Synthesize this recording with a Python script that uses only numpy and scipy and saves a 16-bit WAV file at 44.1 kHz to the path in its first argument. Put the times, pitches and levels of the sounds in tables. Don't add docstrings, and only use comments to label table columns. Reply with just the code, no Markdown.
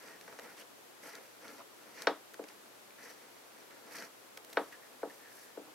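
import sys
import numpy as np
from scipy import signal
from scipy.fft import rfft, irfft, next_fast_len
from scipy.io import wavfile

SR = 44100
rng = np.random.default_rng(int(sys.argv[2]) if len(sys.argv) > 2 else 0)


def volts_from_db(level):
    exponent = np.asarray(level, float) / 20
    return 10 ** exponent


def int16_out(signal):
    q = np.round(np.clip(np.atleast_2d(signal).T, -1, 1) * 32767)
    wavfile.write(sys.argv[1], SR, q.astype(np.int16))


N = 253134
SIZE = next_fast_len(N + SR // 2)
HZ = np.maximum(np.arange(SIZE // 2 + 1) * SR / SIZE, 1)
SIDES = np.array([[1], [-1]])

# pitch_hz, width_hz, level_db
NIB_MODES = [(4500, 600, -2.5), (5500, 350, -1), (6000, 400, 1.5), (7200, 900, -10)]


def rms_one(x):
    return x / np.sqrt(np.mean(x ** 2) + 1e-20)


def at_hz(points, hz):
    points_hz, values = np.array(points)[:, :2].T
    return np.interp(np.log(hz), np.log(points_hz), values)


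def shaped(x, gain):
    return irfft(rfft(x, SIZE) * gain, SIZE)[..., :N]


def drift(rate_hz):
    r = np.exp(-2 * np.pi * rate_hz / SR)
    wander = signal.lfilter([1], [1, -2 * r, r * r], rng.standard_normal(N + SR))
    return rms_one(wander[SR:])


def resonances(x, table):
    out = 0
    for k, (hz, width_hz, db) in enumerate(table):
        r = np.exp(-np.pi * width_hz / SR)
        poles = [1, -2 * r * np.cos(2 * np.pi * hz / SR), r * r]
        zeros = [(1 - r * r) / 2, 0, (r * r - 1) / 2]
        out = out + (-1) ** k * volts_from_db(db) * signal.lfilter(zeros, poles, x)
    return out


def pair(mid, side, alike, lean):
    c = np.clip(at_hz(alike, HZ), 0, 1)
    both = np.sqrt(1 + c) * mid + np.sqrt(1 - c) * side * SIDES
    return both * volts_from_db(at_hz(lean, HZ) / 2 * SIDES) / np.sqrt(2)


def near(x, wide):
    return rms_one(x[0] + np.clip(wide, 0, 1) * x[1] * SIDES)


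def fibres(per_s, size_db, clump_db, clump_rate_hz):
    sizes = volts_from_db(size_db * np.minimum(rng.exponential(1, (2, N)), 4))
    sizes = sizes * rng.choice([-1, 1], (2, N))
    let_go = rng.random((2, N)) < per_s / SR
    return rms_one(sizes * let_go * volts_from_db(clump_db * drift(clump_rate_hz)))


def motion(rows, feeds_db):
    lightness_share = [-0.76, 0.58, 1.5, 1.5]
    roundness = 1.25
    t = np.arange(N) / SR
    coarse_t = t[::32]
    ramps = np.array([np.interp(coarse_t, row[:3], [0, 1, 0]) for row in rows])
    swells = np.sin(np.pi / 2 * ramps) ** (2 * roundness)
    db, light_db = np.transpose(rows)[3:]
    layer_db = db + np.array(feeds_db)[:, None] + np.outer(lightness_share, light_db)
    power = volts_from_db(2 * layer_db) @ swells
    return np.array([np.interp(t, coarse_t, layer) for layer in power])


def strokes(desk):
    # start_s, fastest_s, end_s, level_db, lightness_db (light fast nib brighter, pressed duller)
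    pen_moves = [(-.06, .08, 0.23, -59.5, 0), (.18, .27, 0.51, -62.5, 0.5), (.40, .45, 0.48, -56.5, 0),
                 (.46, .51, .57, -61, 0.5), (1.01, 1.07, 1.13, -53, 1), (1.08, 1.175, 1.2, -56.5, 0.5),
                 (1.18, 1.23, 1.35, -65, 1.5), (1.39, 1.465, 1.58, -55.5, -1.5),
                 (1.46, 1.51, 1.56, -63.5, 3.5), (1.51, 1.6, 1.61, -60.5, 1), (1.76, 1.9, 2.1, -64.5, 0),
                 (1.92, 2.022, 2.06, -52, 0.5), (2.46, 2.49, 2.57, -66.5, 4.5),
                 (2.97, 3.045, 3.14, -57.5, 0.5), (3.07, 3.11, 3.16, -59, 1.5), (3.13, 3.2, 3.64, -70, 2),
                 (3.29, 3.35, 3.23, -59.5, 6), (3.48, 3.6, 3.66, -64.5, -0.5),
                 (3.65, 3.71, 3.9, -63.5, -2.5), (3.81, 3.91, 3.89, -58.5, -2.5),
                 (3.88, 3.965, 4.04, -52.5, 3), (3.97, 4.03, 4.09, -55, 2)]
    # start_s, fastest_s, end_s, level_db, lightness_db
    hand_moves = [
        (.55, .6, .645, -56.5, 2),
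        (.66, .85, 1.2, -88, -3),
        (2.5, 2.66, 2.87, -70.5, -2),
        (4.08, 4.15, 5.5, -82, -5),
        (4.46, 4.53, 4.92, -58.5, 0),
        (4.69, 4.73, 4.6, -61, 1),
        (4.8, 4.96, 5.2, -65.5, -0.5),
        (5.07, 5.13, 5.29, -62, 1.5),
        (5.26, 5.37, 5.54, -65.5, 7.5),
        (5.62, 5.68, 5.7, -62, -6.5),
    ]
    nib_feeds_db = [0.5, 0, -5.5, -7.5]
    hand_feeds_db = [-1.9, -8, -10.5, -6]
    # pitch_hz, width_hz, level_db
    barrel_modes = [(1230, 1380, -1), (1800, 895, 8.5), (2150, 1110, 2)]
    # pitch_hz, width_hz, level_db over the rumble
    boom = [(230, 190, -7.5)]
    flutter_db, flutter_rate_hz = 1.2, 10
    flutter = volts_from_db(flutter_db * np.array([drift(flutter_rate_hz) for layer in nib_feeds_db]))
    power = motion(pen_moves, nib_feeds_db) + motion(hand_moves, hand_feeds_db)
    rumble, barrel, grit, hiss = flutter * np.sqrt(power)

    slips = fibres(per_s=6000, size_db=3.0, clump_db=2.4, clump_rate_hz=70)
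    fine = fibres(per_s=8000, size_db=2.8, clump_db=2.4, clump_rate_hz=80)
    dull = signal.sosfilt(signal.butter(2, 1300, fs=SR, output="sos"), slips[0])
    through_desk = shaped(rumble * dull, desk) / np.std(shaped(dull, desk))
    body = near(resonances(resonances(slips, boom), boom), wide=0.61)
    through_desk = through_desk + rumble * volts_from_db(boom[0][2]) * body
    ring = near(resonances(slips, barrel_modes), wide=0.34)
    scratch = near(resonances(resonances(fine, NIB_MODES), [(4940, 2000, 0)]), wide=0.57)
    air = signal.sosfilt(signal.butter(2, [7800, 13500], "band", fs=SR, output="sos"), fine)
    return through_desk + barrel * ring + grit * scratch + hiss * near(air, wide=0.95)


def ticks():
    # start_s, ring_db, ring_hz, grit_db over ring
    catches = [(0.083, -41, 1850, -11), (0.2107, -46, 1640, 1.5), (0.2787, -40.5, 1630, -16),
               (0.325, -44, 1610, -16), (0.389, -37, 1590, -2), (0.395, -36, 1560, -8),
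               (0.443, -47, 1620, -14), (0.473, -48, 1870, -13), (1.0945, -46, 1740, -1),
               (1.1521, -43, 1800, 5), (1.1764, -56, 1810, -1), (1.481, -48.5, 2100, 8),
               (2.0206, -39.5, 1610, 8.5), (2.9058, -46, 2250, -9), (3.113, -46, 1920, -5),
               (3.941, -49, 2225, -5), (3.966, -40, 1860, -6), (3.985, -46, 1630, 7),
               (4.0233, -35.5, 1610, -23), (5.02, -46, 1820, -25), (5.0985, -45, 1730, -11)]
    # start_s, ring_db, ring_hz, snap_db over ring, length_ms
    lifts = [(2.3376, -56.5, 1800, 20.5, 1.3), (2.3418, -38.5, 1680, -12, 3),
             (2.4398, -39.5, 1980, -10, 3.1), (2.486, -44.5, 2680, -12, 3.8), (3.709, -49, 1600, -8, 3.4),
             (4.3723, -43.5, 2130, 6, 1.5), (4.3742, -35, 2090, -7, 2.6), (4.4477, -48, 1660, 12, 1.8),
             (4.501, -52, 1930, 12, 2.8), (4.5286, -45, 1800, 5, 3.6), (4.5318, -43, 1800, 4, 3.4),
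             (4.7232, -46, 1860, 0, 8.4)]
    catch_snap_db, catch_ms = -44, 3.6
    lift_grit_db, grit_per_snap = 1.5, 0.42
    rows = [(*row, catch_snap_db, catch_ms) for row in catches]
    for s, db, hz, snap_db, ms in lifts:
        rows.append((s, db, hz, lift_grit_db + grit_per_snap * snap_db, snap_db, ms))

    out, t = np.zeros((2, N)), np.arange(SR // 25) / SR
    slips = rng.standard_normal((len(rows), 3, 2, len(t))) ** 3
    slips[:, 1:, 0, 0] = 14
    high = signal.butter(3, 7500, "high", fs=SR, output="sos")
    for (s, db, hz, grit_db, snap_db, ms), draw in zip(rows, slips):
        body, nib, air = draw * np.exp(-(t * 1000 / max(ms, .4)) ** 2) + 1e-18
        ring = resonances(body, [(hz, 520, 0)])
        grit = resonances(nib, NIB_MODES) + resonances(nib, [(4100, 4200, 13.0)])
        snap = signal.sosfilt(high, air)
        sound = 0
        for part, over_db in [(ring, -1.5), (grit, grit_db), (snap, snap_db)]:
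            sound = sound + volts_from_db(db + over_db) * part / np.abs(part[0]).max()
        i = round(s * SR)
        out[:, i:i + len(t)] += sound[0] + 0.31 * sound[1] * SIDES
    return out


def squeaks():
    # start_s, end_s, pitch_hz, width_hz, level_db
    squeak_moments = [
        (0.472, 0.511, 1490, 90, -59.5),
        (0.599, 0.63, 2920, 90, -60.5),
        (0.565, 0.634, 1880, 1290, -59),
        (1.05, 1.161, 1870, 200, -66),
        (1.593, 1.628, 1080, 150, -59),
        (3.035, 3.123, 1800, 220, -60),
        (4.711, 4.76, 1810, 160, -55.5),
        (5.102, 5.114, 1800, 120, -53.5),
                      (.1, .42, 175, 40, -76),
        (2.5, 2.95, 205, 25, -76),
        (.04, .18, 1860, 60, -60),
        (4.815, 4.885, 1820, 110, -63),
        (5.185, 5.345, 1760, 200, -61),
        (5.33, 5.54, 1730, 170, -64.5),
    ]
    out, broken = np.zeros((2, N)), volts_from_db(2.2 * drift(25))
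    for start, end, hz, width_hz, db in squeak_moments:
        i, j = round(start * SR), round(end * SR)
        ringing = resonances(rng.standard_normal((2, SR // 2)), [(hz, width_hz, 0)])[:, i - j:]
        fade = signal.windows.tukey(j - i, .4)
        out[:, i:j] += volts_from_db(db) * near(ringing, wide=0.37) * fade * broken[i:j]
    return out


def knock_forces():
    # start_s, peak_db, contact_sharpness_hz
    knocks = [(0.279, -40, 1500), (0.325, -44.5, 2000), (0.387, -38, 1800), (2.0704, -13.5, 9000),
              (2.342, -48, 1500), (2.392, -21.5, 406), (2.4398, -41.5, 700), (4.373, -45, 2000),
              (4.5704, -15.5, 3020), (5.03, -20.5, 700), (5.5723, -22, 360)]
    out = np.zeros(N)
    for s, db, hz in knocks:
        click = np.full(SR // 20, 1e-18)
        click[0] = volts_from_db(db)
        i = round(s * SR)
        force = signal.sosfilt(signal.butter(2, hz, fs=SR, output="sos"), click)
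        out[i:i + len(click)] += force[:N - i]
    return out


def desk_modes(t):
    # pitch_hz, level_db, t60_s, swing (+1 or -1: nib and microphone together or apart)
    modes_table = [(210, -16.5, .13, -1), (282, -12, .22, -1), (314, -14, .25, 1), (348, -9, .11, 1),
                   (392, -12, .24, 1), (420, -20, .25, 1), (442, -6, .14, -1), (478, 0, .13, -1),
                   (517, -3, .1, -1), (540, -17, .12, -1), (585, -2, .1, 1), (619, -11, .22, 1),
                   (650, -2, .05, -1), (682, -3.5, .08, 1), (772, -16, .165, -1), (845, -12, .1, 1),
                   (885, 0, .04, 1), (932, -5, .11, 1), (972, -16, .17, -1), (1030, -11, .04, -1),
                   (1100, -13, .07, 1), (1260, -5, .03, 1), (1345, -1.5, .03, -1), (1452, -14, .08, 1),
                   (1520, 4, .045, 1), (1700, 0, .04, -1), (1810, -6, .06, 1), (1900, -9, .06, 1)]
    rebound_s, rebound_db, rebound_hz = .0375, -11, 420
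    damp_s, damp_db, damp_edge_s = .056, -8, 0.0026
    hz, db, t60_s, swing = np.transpose(modes_table)[:, :, None]
    rings = swing * volts_from_db(db - 60 * t / t60_s) * np.sin(2 * np.pi * hz * t)
    ahead = np.gradient(rings / (2 * np.pi * hz / SR), axis=1).sum(axis=0) * t / (t + 0.001)
    modes = np.array([rings.sum(axis=0), ahead])
    lag = round(rebound_s * SR)
    late = np.pad(modes, [(0, 0), (lag, 0)])[:, :len(t)]
    modes = modes + volts_from_db(rebound_db) * signal.lfilter(*signal.butter(3, rebound_hz, fs=SR), late)
    return modes * volts_from_db(damp_db / (1 + np.exp(-(t - damp_s) / damp_edge_s)))


def desk_tail(t, tail_db):
    # pitch_hz, level_db per Hz
    tail_level = [(130, -28), (200, -8), (300, -5), (600, 3), (1000, 5), (1500, -2), (2200, -11.5),
                  (3000, -17.5), (4300, -1.5), (5500, -32), (9000, -27)]
    # pitch_hz, t60_s
    tail_t60 = [(180, 0.14), (1000, 0.22), (2800, 0.22), (7000, 0.2)]
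    tail = 0
    for low_hz in 125 * 2 ** np.arange(0, 6.5, .5):
        band = signal.butter(2, [low_hz, low_hz * np.sqrt(2)], "band", fs=SR, output="sos")
        decay = volts_from_db(-60 * t / max(at_hz(tail_t60, low_hz), .02))
        noise = signal.sosfilt(band, rng.standard_normal((2, len(t))) * decay)
        tail = tail + volts_from_db(tail_db + at_hz(tail_level, low_hz * 1.224)) * noise
    return tail


def desk_response(front_db, tail_db):
    # pitch_hz, width_hz, level_db
    front = [(2300, 460, -9.5), (3220, 350, -12), (3804, 100, -0.5), (4350, 71, 4.5), (5450, 500, -16),
             (6960, 550, -28)]
    # pitch_hz, left-right likeness 0-1
    desk_alike = [(200, 0.84), (1000, 0.94), (2500, 0.95), (8000, 0)]
    # pitch_hz, left minus right db
    desk_lean = [(600, 2.3), (1200, .6), (5000, .6)]
    mic_low_hz, bend_stages, bend_corner_hz, wood_lag_s = 190, 6, 400, .0005
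    t = np.arange(SR // 2) / SR
    modes = desk_modes(t)
    tail = desk_tail(t, tail_db)
    rattle = rng.standard_normal(len(t)) * np.exp(-t / 0.0022) / 5 + 1e-18
    crack = volts_from_db(front_db) * resonances(rattle, front)
    side_lag = np.exp(-2j * np.pi * HZ * np.array([[0], [.0003]]))
    w, r = 2 * np.pi * HZ / SR, np.exp(-2 * np.pi * bend_corner_hz / SR)
    stage_phase = w + 2 * np.arctan2(r * np.sin(w), 1 - r * np.cos(w))
    bending = np.exp(-1j * (bend_stages * stage_phase + w * SR * wood_lag_s))
    low_cut = signal.butter(4, mic_low_hz, "high", fs=SR, output="sos")
    both = rfft(signal.sosfilt(low_cut, modes), SIZE) * bending
    both = both + rfft(crack, SIZE) * side_lag + rfft(tail, SIZE)
    both = pair(*both, desk_alike, desk_lean)
    return both / np.abs(irfft(both.mean(axis=0), SIZE)).max()


def background():
    # pitch_hz, level_db per Hz
    hiss_level = [(25, -25), (60, -33), (100, -21), (150, -15), (200, -7.5), (290, -1), (470, 0.5),
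                  (770, -2.5), (1220, -4), (2590, -9.5), (6000, -13.5), (12000, -15.5), (15800, -19)]
    # pitch_hz, left-right likeness 0-1
    hiss_alike = [(100, 0), (400, 0.02), (1500, 0.07), (4000, 0.04), (12000, 0)]
    # pitch_hz, left minus right db
    hiss_lean = [(60, 6), (240, 3), (950, 1), (3770, 1), (15000, 1)]
    # pitch_hz, rms_db, left minus right db, wander_hz
    tones = [
        (120, -83.5, 1.1, .5),
        (11720.6, -75.0, 4.0, 3.0),
    ]
    hiss_db = -58.5
    mid, side = rfft(rng.standard_normal((2, SIZE))) * volts_from_db(at_hz(hiss_level, HZ))
    hiss = irfft(pair(mid, side, hiss_alike, hiss_lean), SIZE)[:, :N]
    out = volts_from_db(hiss_db) * hiss / np.std(hiss.mean(axis=0))
    for hz, db, lean_db, wander_hz in tones:
        turns = np.cumsum(hz + wander_hz * drift(2.37)) / SR
        out += np.sqrt(2) * volts_from_db(db + lean_db / 2 * SIDES) * np.sin(2 * np.pi * turns)
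    return out


def scene():
    desk = desk_response(front_db=37.0, tail_db=6.0)
    knocks = shaped(knock_forces(), desk)
    return strokes(desk) + ticks() + squeaks() + knocks + background()


def roll_off(x):
    return signal.sosfilt(signal.butter(12, 15910, fs=SR, output="sos"), x)


def record(dry):
    cutoff_hz = 15850
    cut = signal.sosfilt(signal.ellip(16, .5, 80, cutoff_hz, fs=SR, output="sos"), dry)
    return roll_off(cut)


dry = scene()
out = record(dry)
int16_out(out)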